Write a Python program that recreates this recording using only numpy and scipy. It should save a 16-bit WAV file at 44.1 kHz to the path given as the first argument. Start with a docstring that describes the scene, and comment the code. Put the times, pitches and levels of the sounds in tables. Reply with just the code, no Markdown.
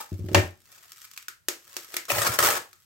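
"""In a small, hard kitchen, close by, a roll of cling film is set down on a counter: soft bumps, a sharp knock.
Each impact is a noise clack plus decaying sine modes. The film crinkles in random clicks, shaken by the knock
or picked at its edge by fingers, and short noise bursts snap and ring. A length peels off in a dense run of
slips and jerks that excite resonances of the cardboard tube, with creaks and a low rumble. Diffuse noise
responses form the room, and faint hiss lies beneath."""
import sys
import numpy as np
from scipy import signal
from scipy.fft import rfft, irfft
from scipy.io import wavfile

SR = 44100
rng = np.random.default_rng(int(sys.argv[2]) if len(sys.argv) > 2 else 0)


def inscribe(sig):
    """Save sig as 16-bit PCM at rate SR to the path in sys.argv[1].

    A 1-D sig is mono; a 2-D sig holds one channel per row.
    Samples are clipped to [-1, 1] before scaling.
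    """
    pcm = np.round(np.clip(np.atleast_2d(sig).T, -1, 1) * 32767)
    wavfile.write(sys.argv[1], SR, pcm.astype(np.int16))


N = 125685
TIME = np.arange(N) / SR

# Levels in the tables are relative: the gains below and in the functions add to them.
# spectrum of the background hiss: [f/Hz, level/dB]
HISS_SPECTRUM = [(30, -2.5), (100, 7.5), (300, -10.5), (16000, -16)]
HISS_DB = -68.5
# room acoustics: [f/Hz, decay time t60/s, reverberation level/dB, near reflection level/dB, left-right correlation]
ROOM_BANDS = [(100, 1, -19, -35.5, 0.41), (342.6, 0.25, 1, -3.5, 0.96), (1300, 0.27, 1, 1, -0.14),
              (5000, 0.25, -2, 1.5, 0.19), (15000, 0.26, -11.5, -4, 0.89)]
# level of the left channel relative to the right: [f/Hz, level/dB]
LEFT_BALANCE = [(120, 1), (330, -2), (650, 1.5), (1400, 1.5), (4000, 1)]
NEAR_T60_S, LAG_SPREAD_S, PLACE_HOLD_S = 0.025, .00008, .012

# rumble of the turning roll on the counter: [t/s, level/dB]
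RUMBLE_LEVEL = [(2.08, -76), (2.125, -39), (2.19, -39), (2.25, -48), (2.295, -31), (2.35, -61),
                (2.4, -38.5), (2.62, -65)]
RUMBLE_HZ, RUMBLE_WIDTH_HZ = 94, 74

# impacts of roll on counter: [t/s, level/dB, contact brightness f/Hz, clack level/dB]
IMPACTS = [(0.118, -10.5, 240, -45.5), (0.1916, -10, 207, -52), (0.2415, -13.5, 273, -46.5),
           (0.2858, -18.5, 550, -18), (0.3148, -13, 500, -29), (0.3464, -0.5, 4000, -3.5),
           (0.3756, -8, 1510, -10.5), (0.449, -13.5, 150, -52)]
# joint modes of counter and roll: [f/Hz, level/dB]
COUNTER_MODES = [(88, -10.5), (101, -11), (180, -19), (240, -22), (329, -15), (368, -17), (441, -27),
                 (565, -24), (610, -22), (759, -29.5), (1814, -24.5), (2361, -27), (2772, -28)]
# spectrum of the hard clack: [f/Hz, level/dB]
CLACK_SPECTRUM = [(60, -6.5), (190, 10), (400, 2), (900, 5), (1170, -2), (1600, 1.5), (2800, -1),
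                  (4100, -7), (6500, -5.5), (9800, -15.5), (16000, -13.5)]
CLACK_DB, CLACK_T60_S, RING_DB = 21, 0.026, -2
BOOM_T60_S, COUNTER_T60_S, BOOM_BELOW_HZ = 0.29, 0.16, 120.5
HAND_DAMPING_DB_PER_S = 243.5  # upper limit, approached by the softest bumps, when the hand still holds the roll

# creaks where the film catches: [t/s, f/Hz, level/dB]
CATCHES = [(0.001, 849, -14.5), (2.101, 582, -7.5), (2.099, 2500, -1), (2.172, 590, -8), (2.267, 1360, -3),
           (2.388, 1286, -0.5), (2.429, 1300, -1.5), (2.467, 810, -7.5), (2.486, 598, -7)]
CREAK_T60_S, CREAK_WIDTH_SHARE = 0.0463, .17  # bandwidth as a share of f

# level of the film's crinkling, shaken by the knock or picked by the fingers: [t/s, level/dB]
CRINKLE_LEVEL = [(0, -44), (.06, -59), (.28, -60.5), (.38, -38.5), (.56, -73), (.75, -54), (.97, -59),
                 (1.04, -51.5), (1.09, -60.5), (1.16, -52.5), (1.38, -89), (1.58, -61), (1.68, -57),
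                 (1.81, -49), (1.9, -53.5), (1.942, -44), (1.99, -67), (2.85, -65)]
CRINKLES_PER_S, CRINKLE_SPREAD_DB = 400, 4
# stuck film snapping free: [t/s, level/dB, ring f/Hz, tube body level/dB]
FILM_SNAPS = [(0.6038, -46.5, 8930, -20), (0.726, -39, 2400, -15), (0.783, -38.5, 2350, -15),
              (0.9198, -28, 5460, -38), (0.9304, -37, 5450, -10), (0.9813, -35.5, 1300, -28),
              (1.0173, -31.5, 5980, -16.5), (1.052, -32.5, 2420, -23), (1.1141, -32.5, 5580, -25),
              (1.1757, -21, 2490, -30), (1.226, -34, 2650, -24), (1.2831, -18.5, 1440, -18.5),
              (1.485, -9, 6320, 0), (1.767, -16.5, 5830, -2), (1.8879, -43, 6000, 4),
              (1.9418, -25, 1370, 7), (1.967, -9.5, 2090, -8.5), (2.0534, -28.5, 5860, -26),
              (2.7304, -35, 1300, -9)]
SNAP_DB, SNAP_T60_S = 9, 0.0027
# radiation spectrum of the crinkling and snapping film: [f/Hz, level/dB]
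FILM_SPECTRUM = [(150, -22.5), (600, -21), (1250, 0), (2400, -1.5), (3800, -2), (5600, 0.5), (8400, 1),
                 (9700, -7), (12500, 2), (16000, -3.5)]
# spectrum of the tube body shaken by a snap: [f/Hz, level/dB]
SNAP_BODY_SPECTRUM = [(200, -5.5), (280, 3), (345, 12.5), (480, 3), (1800, -1), (4000, -6)]

# shifts of the grip on the roll: [start t/s, end t/s, level/dB]
GRIP_SHIFTS = [(0, 0.017, -41.5), (0.677, 0.87, -63), (1.674, 1.86, -60), (1.926, 1.978, -47.5)]
RUB_FADE_S = .03

# level of the film peeling off the roll: [t/s, level/dB]
PEEL_LEVEL = [(2.081, -46), (2.085, -36.5), (2.095, -32), (2.102, -27), (2.13, -31.5), (2.203, -27),
              (2.27, -25.5), (2.3, -37.5), (2.354, -29.5), (2.376, -54), (2.393, -28), (2.42, -35),
              (2.442, -22.5), (2.476, -22.5), (2.515, -28), (2.578, -28), (2.595, -58), (2.66, -74)]
SLIPS_PER_S, SLIP_SPREAD_DB = 1400, 4.2
# larger patches letting go at once: [t/s, level/dB]
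PATCH_JERKS = [(2.1035, -2.5), (2.1187, -1.5), (2.268, 1), (2.2747, -0.5), (2.389, 7.5), (2.391, 1.5),
               (2.4035, 1.5), (2.427, 3), (2.4359, 2), (2.502, -5.5)]
JERK_T60_S = .0015
# radiation spectrum of the peeling film: [f/Hz, level/dB]
PEEL_SPECTRUM = [(60, -22.5), (230, 0.5), (450, 6), (1000, 6), (1900, 4), (4000, -0.5), (5500, 2),
                 (8400, 4), (9700, -1.5), (13000, 2.5)]
# resonances of the cardboard tube: [f/Hz, bandwidth/Hz, level/dB]
TUBE_MODES = [(590, 31, 4.5), (788, 120, 5), (1165, 54, 3.5), (1290, 130, 9), (1748, 120, 6)]
TUBE_WANDER_SHARE, TUBE_WANDERS_PER_S = .025, 18


def from_db(db):
    """Logarithmic level: decibels converted to amplitude gain."""
    return 10 ** (np.asarray(db) / 20)


def rms_one(x):
    """Power normalization: scale to unit mean square."""
    return x / np.sqrt(np.mean(x ** 2) + 1e-20)


def in_time(rows):
    """Level envelope: interpolate each column over time, at -120 dB outside the curve."""
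    t, *columns = np.transpose(rows)
    return [np.interp(TIME, t, column, left=-120, right=-120) for column in columns]


def at_hz(rows, hz):
    """Frequency response: interpolate each column over logarithmic frequency."""
    f, *columns = np.transpose(rows)
    return [np.interp(np.log(np.maximum(hz, 1)), np.log(f), column) for column in columns]


def colour(x, spectrum, size=8192):
    """Minimum-phase filtering: fold the cepstrum to obtain a causal response of given magnitude."""
    hz = np.arange(size // 2 + 1) * SR / size
    gain = from_db(at_hz(spectrum, hz)[0])
    cepstrum = irfft(np.log(gain))
    cepstrum[1:size // 2] *= 2
    cepstrum[size // 2 + 1:] = 0
    response = irfft(np.exp(rfft(cepstrum)))
    return signal.fftconvolve(x, response)[:N]


def resonate(x, hz, width_hz):
    """Damped resonance: a two-pole filter of about unit gain at its peak."""
    r = np.exp(-np.pi * width_hz / SR)
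    zeros = np.array([1, 0, -1]) * (1 - r * r) / 2
    poles = [1, -2 * r * np.cos(2 * np.pi * hz / SR), r * r]
    return signal.lfilter(zeros, poles, x + 1e-18)


def burst(s, t60, size=2048, count=6):
    """Impulsive excitation: fast-dying noise at time s, of nearly even spectrum and unit energy."""
    fade = from_db(-60 * TIME[:size] / t60)
    flurry = rng.standard_normal(size) * fade
    # alternately flatten the spectrum and restore the decay
    for _ in range(count):
        spectrum = rfft(flurry)
        flat = irfft(spectrum / (abs(spectrum) + 1e-12))
        flurry = flat * np.minimum(1, 10 * fade)
    return np.pad(flurry / np.linalg.norm(flurry), (int(s * SR), N))[:N]


def crackle(per_s, spread_db):
    """Random impulse process: clicks, many small and a few large, of unit power."""
    sizes = from_db(spread_db * np.minimum(rng.exponential(1, N), 4))
    clicks = sizes * rng.choice([-1, 1], N)
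    return rms_one(clicks * (rng.random(N) < per_s / SR))


def wander(per_s, count=256):
    """Random modulation: straight lines between random values of about unit spread."""
    return np.interp(TIME * per_s, np.arange(count), rng.standard_normal(count))


def diffuse(size):
    """Diffuse field: spectrum of stereo noise with the room's correlation by band, and its frequencies."""
    hz = np.arange(size // 2 + 1) * SR / size
    mid, side = rfft(rng.standard_normal((2, size)))
    alike = np.clip(at_hz(ROOM_BANDS, hz)[3], -1, 1)
    common = np.sqrt(1 + alike) * mid
    opposed = np.sqrt(1 - alike) * side * [[1], [-1]]
    return (common + opposed) / np.sqrt(2), hz


def dying(t60, delay_s, size):
    """Exponential decay: a delayed envelope of unit energy."""
    fade = from_db(-60 * TIME[:size] / t60) * (TIME[:size] > delay_s)
    return fade / np.linalg.norm(fade)


def room_hiss():
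    """Stationary noise: independent coloured hiss in the two channels."""
    noise = [rms_one(colour(white, HISS_SPECTRUM)) for white in rng.standard_normal((2, N))]
    return from_db(HISS_DB) * np.array(noise)


def kitchen(x, size=32768):
    """Reverberation: diffuse sound decays at its own rate in each band, with little bass."""
    (noise, hz), response = diffuse(size), 0
    centres = np.array(ROOM_BANDS)[:, 0]
    for share, (_, t60, tail_db, _, _) in zip(np.eye(len(ROOM_BANDS)), ROOM_BANDS):
        band = irfft(noise * at_hz(np.c_[centres, share], hz)[0])
        response = response + from_db(tail_db) * band * dying(t60, .005, size)
    bass_cut = signal.butter(2, 2 * BOOM_BELOW_HZ, "high", fs=SR, output="sos")
    response = signal.sosfilt(bass_cut, response)
    return signal.fftconvolve(x[None], response, axes=1)[:, :N]


def along_the_roll(x, count=12, size=4096):
    """Arrival-time difference and scattering: sound moves among places, each with its lag and reflections."""
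    steps = np.arange(N) / (PLACE_HOLD_S * SR)
    visits, out = rng.integers(0, count, N)[:int(steps[-1]) + 2], 0
    for place, bearing in enumerate(np.linspace(-1, 1, count)):
        noise, hz = diffuse(size)
        scatter = irfft(noise * from_db(at_hz(ROOM_BANDS, hz)[2]))
        response = scatter * dying(NEAR_T60_S, .0005, size)
        lag = round(bearing * LAG_SPREAD_S * SR)
        response[[0, 1], [max(lag, 0), max(-lag, 0)]] += 1  # direct sound
        here = np.interp(steps, np.arange(len(visits)), 1. * (visits == place))
        gate = np.clip(.5 + 10 * (here - .5), 0, 1)  # brief crossfade between places
        out = out + signal.oaconvolve((x * gate)[None], response, axes=1)[:, :N]
    return out


def rumble():
    """Resonant response to random impulses: the turning roll judders against the counter."""
    judder = crackle(600, 2.8)
    for _ in range(2):
        judder = resonate(judder, RUMBLE_HZ, RUMBLE_WIDTH_HZ)
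    return from_db(in_time(RUMBLE_LEVEL)[0]) * rms_one(judder)


def roll_on_counter(low_hz=50):
    """Modal impact: blows clack and ring the counter; soft contact favours low modes, the lowest two beating."""
    out, clacks = np.zeros(N), np.zeros(N)
    for s, db, bright_hz, clack_db in IMPACTS:
        start, t, ring = int(s * SR), TIME[:SR // 2], 0
        held = max(1 - from_db(db), 0)  # the softer the blow, the more the hand damps it
        for k, (hz, mode_db) in enumerate(COUNTER_MODES):
            t60 = BOOM_T60_S if hz < BOOM_BELOW_HZ else COUNTER_T60_S
            decay_db = mode_db - 60 * t / t60 - HAND_DAMPING_DB_PER_S * held * t
            polarity = 1 if k else -1
            ring = ring + polarity * np.sin(2 * np.pi * hz * t) * from_db(decay_db)
        contact = signal.butter(3, bright_hz, fs=SR, output="sos")
        out[start:start + len(t)] += from_db(RING_DB + db) * signal.sosfilt(contact, ring)
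        clacks += from_db(CLACK_DB + db + clack_db) * burst(s, CLACK_T60_S)
    bass_cut = signal.butter(2, low_hz, "high", fs=SR, output="sos")
    return signal.sosfilt(bass_cut, out + colour(clacks, CLACK_SPECTRUM))


def creaking():
    """Stick-slip resonance: where the film catches, a short run of slips rings at one frequency."""
    out = 0
    for s, hz, db in CATCHES:
        ring = burst(s, CREAK_T60_S)
        for _ in range(2):
            ring = resonate(ring, hz, CREAK_WIDTH_SHARE * hz)
        out = out + from_db(db) * ring / np.linalg.norm(ring)
    return out


def crinkling_and_snapping(ring_width_share=0.13, ring_db=10, ring_loss_db_per_octave=5.0):
    """Sudden release of tension: film crinkles and snaps, lower rings being louder, and shakes the tube."""
    crinkle_db, = in_time(CRINKLE_LEVEL)
    film, body = from_db(crinkle_db) * crackle(CRINKLES_PER_S, CRINKLE_SPREAD_DB), 0
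    for s, db, hz, body_db in FILM_SNAPS:
        snap = from_db(SNAP_DB + db) * burst(s, SNAP_T60_S)
        octaves = np.log2(hz / 1000)
        ring_gain = from_db(ring_db - ring_loss_db_per_octave * octaves)
        film = film + snap + ring_gain * resonate(snap, hz, ring_width_share * hz)
        body = body + from_db(body_db) * snap
    return colour(film, FILM_SPECTRUM) + colour(body, SNAP_BODY_SPECTRUM)


def rubbing(fade_db=19):
    """Sliding friction: the shifting grip drags film over the tube in fainter slips."""
    out = 0
    for a, b, db in GRIP_SHIFTS:
        edge_db = db - fade_db
        curve = [(a - RUB_FADE_S, edge_db), (a, db), (b, db), (b + RUB_FADE_S, edge_db)]
        out = out + peeling(curve, [])
    return out


def peeling(curve, jerks):
    """Stick-slip excitation: slips and jerks sound from film and tube, whose resonances waver as it turns."""
    level_db, = in_time(curve)
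    slips = from_db(level_db) * crackle(SLIPS_PER_S, SLIP_SPREAD_DB)
    slips = slips + sum(from_db(db) * burst(s, JERK_T60_S) for s, db in jerks)
    out = colour(slips, PEEL_SPECTRUM)
    for hz, width_hz, db in TUBE_MODES:
        # bending time wavers the pitch
        bent_time = TIME + TUBE_WANDER_SHARE / TUBE_WANDERS_PER_S * wander(TUBE_WANDERS_PER_S)
        out = out + from_db(db) * np.interp(bent_time, TIME, resonate(slips, hz, width_hz))
    return out


def scene(peel_db=-3):
    """Superposition: all sources share the roll's place in the room, over faint hiss."""
    film_slips = from_db(peel_db) * (rubbing() + peeling(PEEL_LEVEL, PATCH_JERKS))
    roll = rumble() + roll_on_counter() + creaking() + crinkling_and_snapping() + film_slips
    left, right = along_the_roll(roll) + kitchen(roll)
    return np.array([colour(left, LEFT_BALANCE), right]) + room_hiss()


def record(dry):
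    """Band limitation and saturation: deep bass is lost, peaks are rounded and the top is cut."""
    bass_cut = signal.butter(2, 40, "high", fs=SR, output="sos")
    top_cut = signal.ellip(10, .2, 80, 15900, fs=SR, output="sos")
    return signal.sosfilt(top_cut, np.tanh(signal.sosfilt(bass_cut, dry)))


dry = scene()
out = record(dry)
inscribe(out)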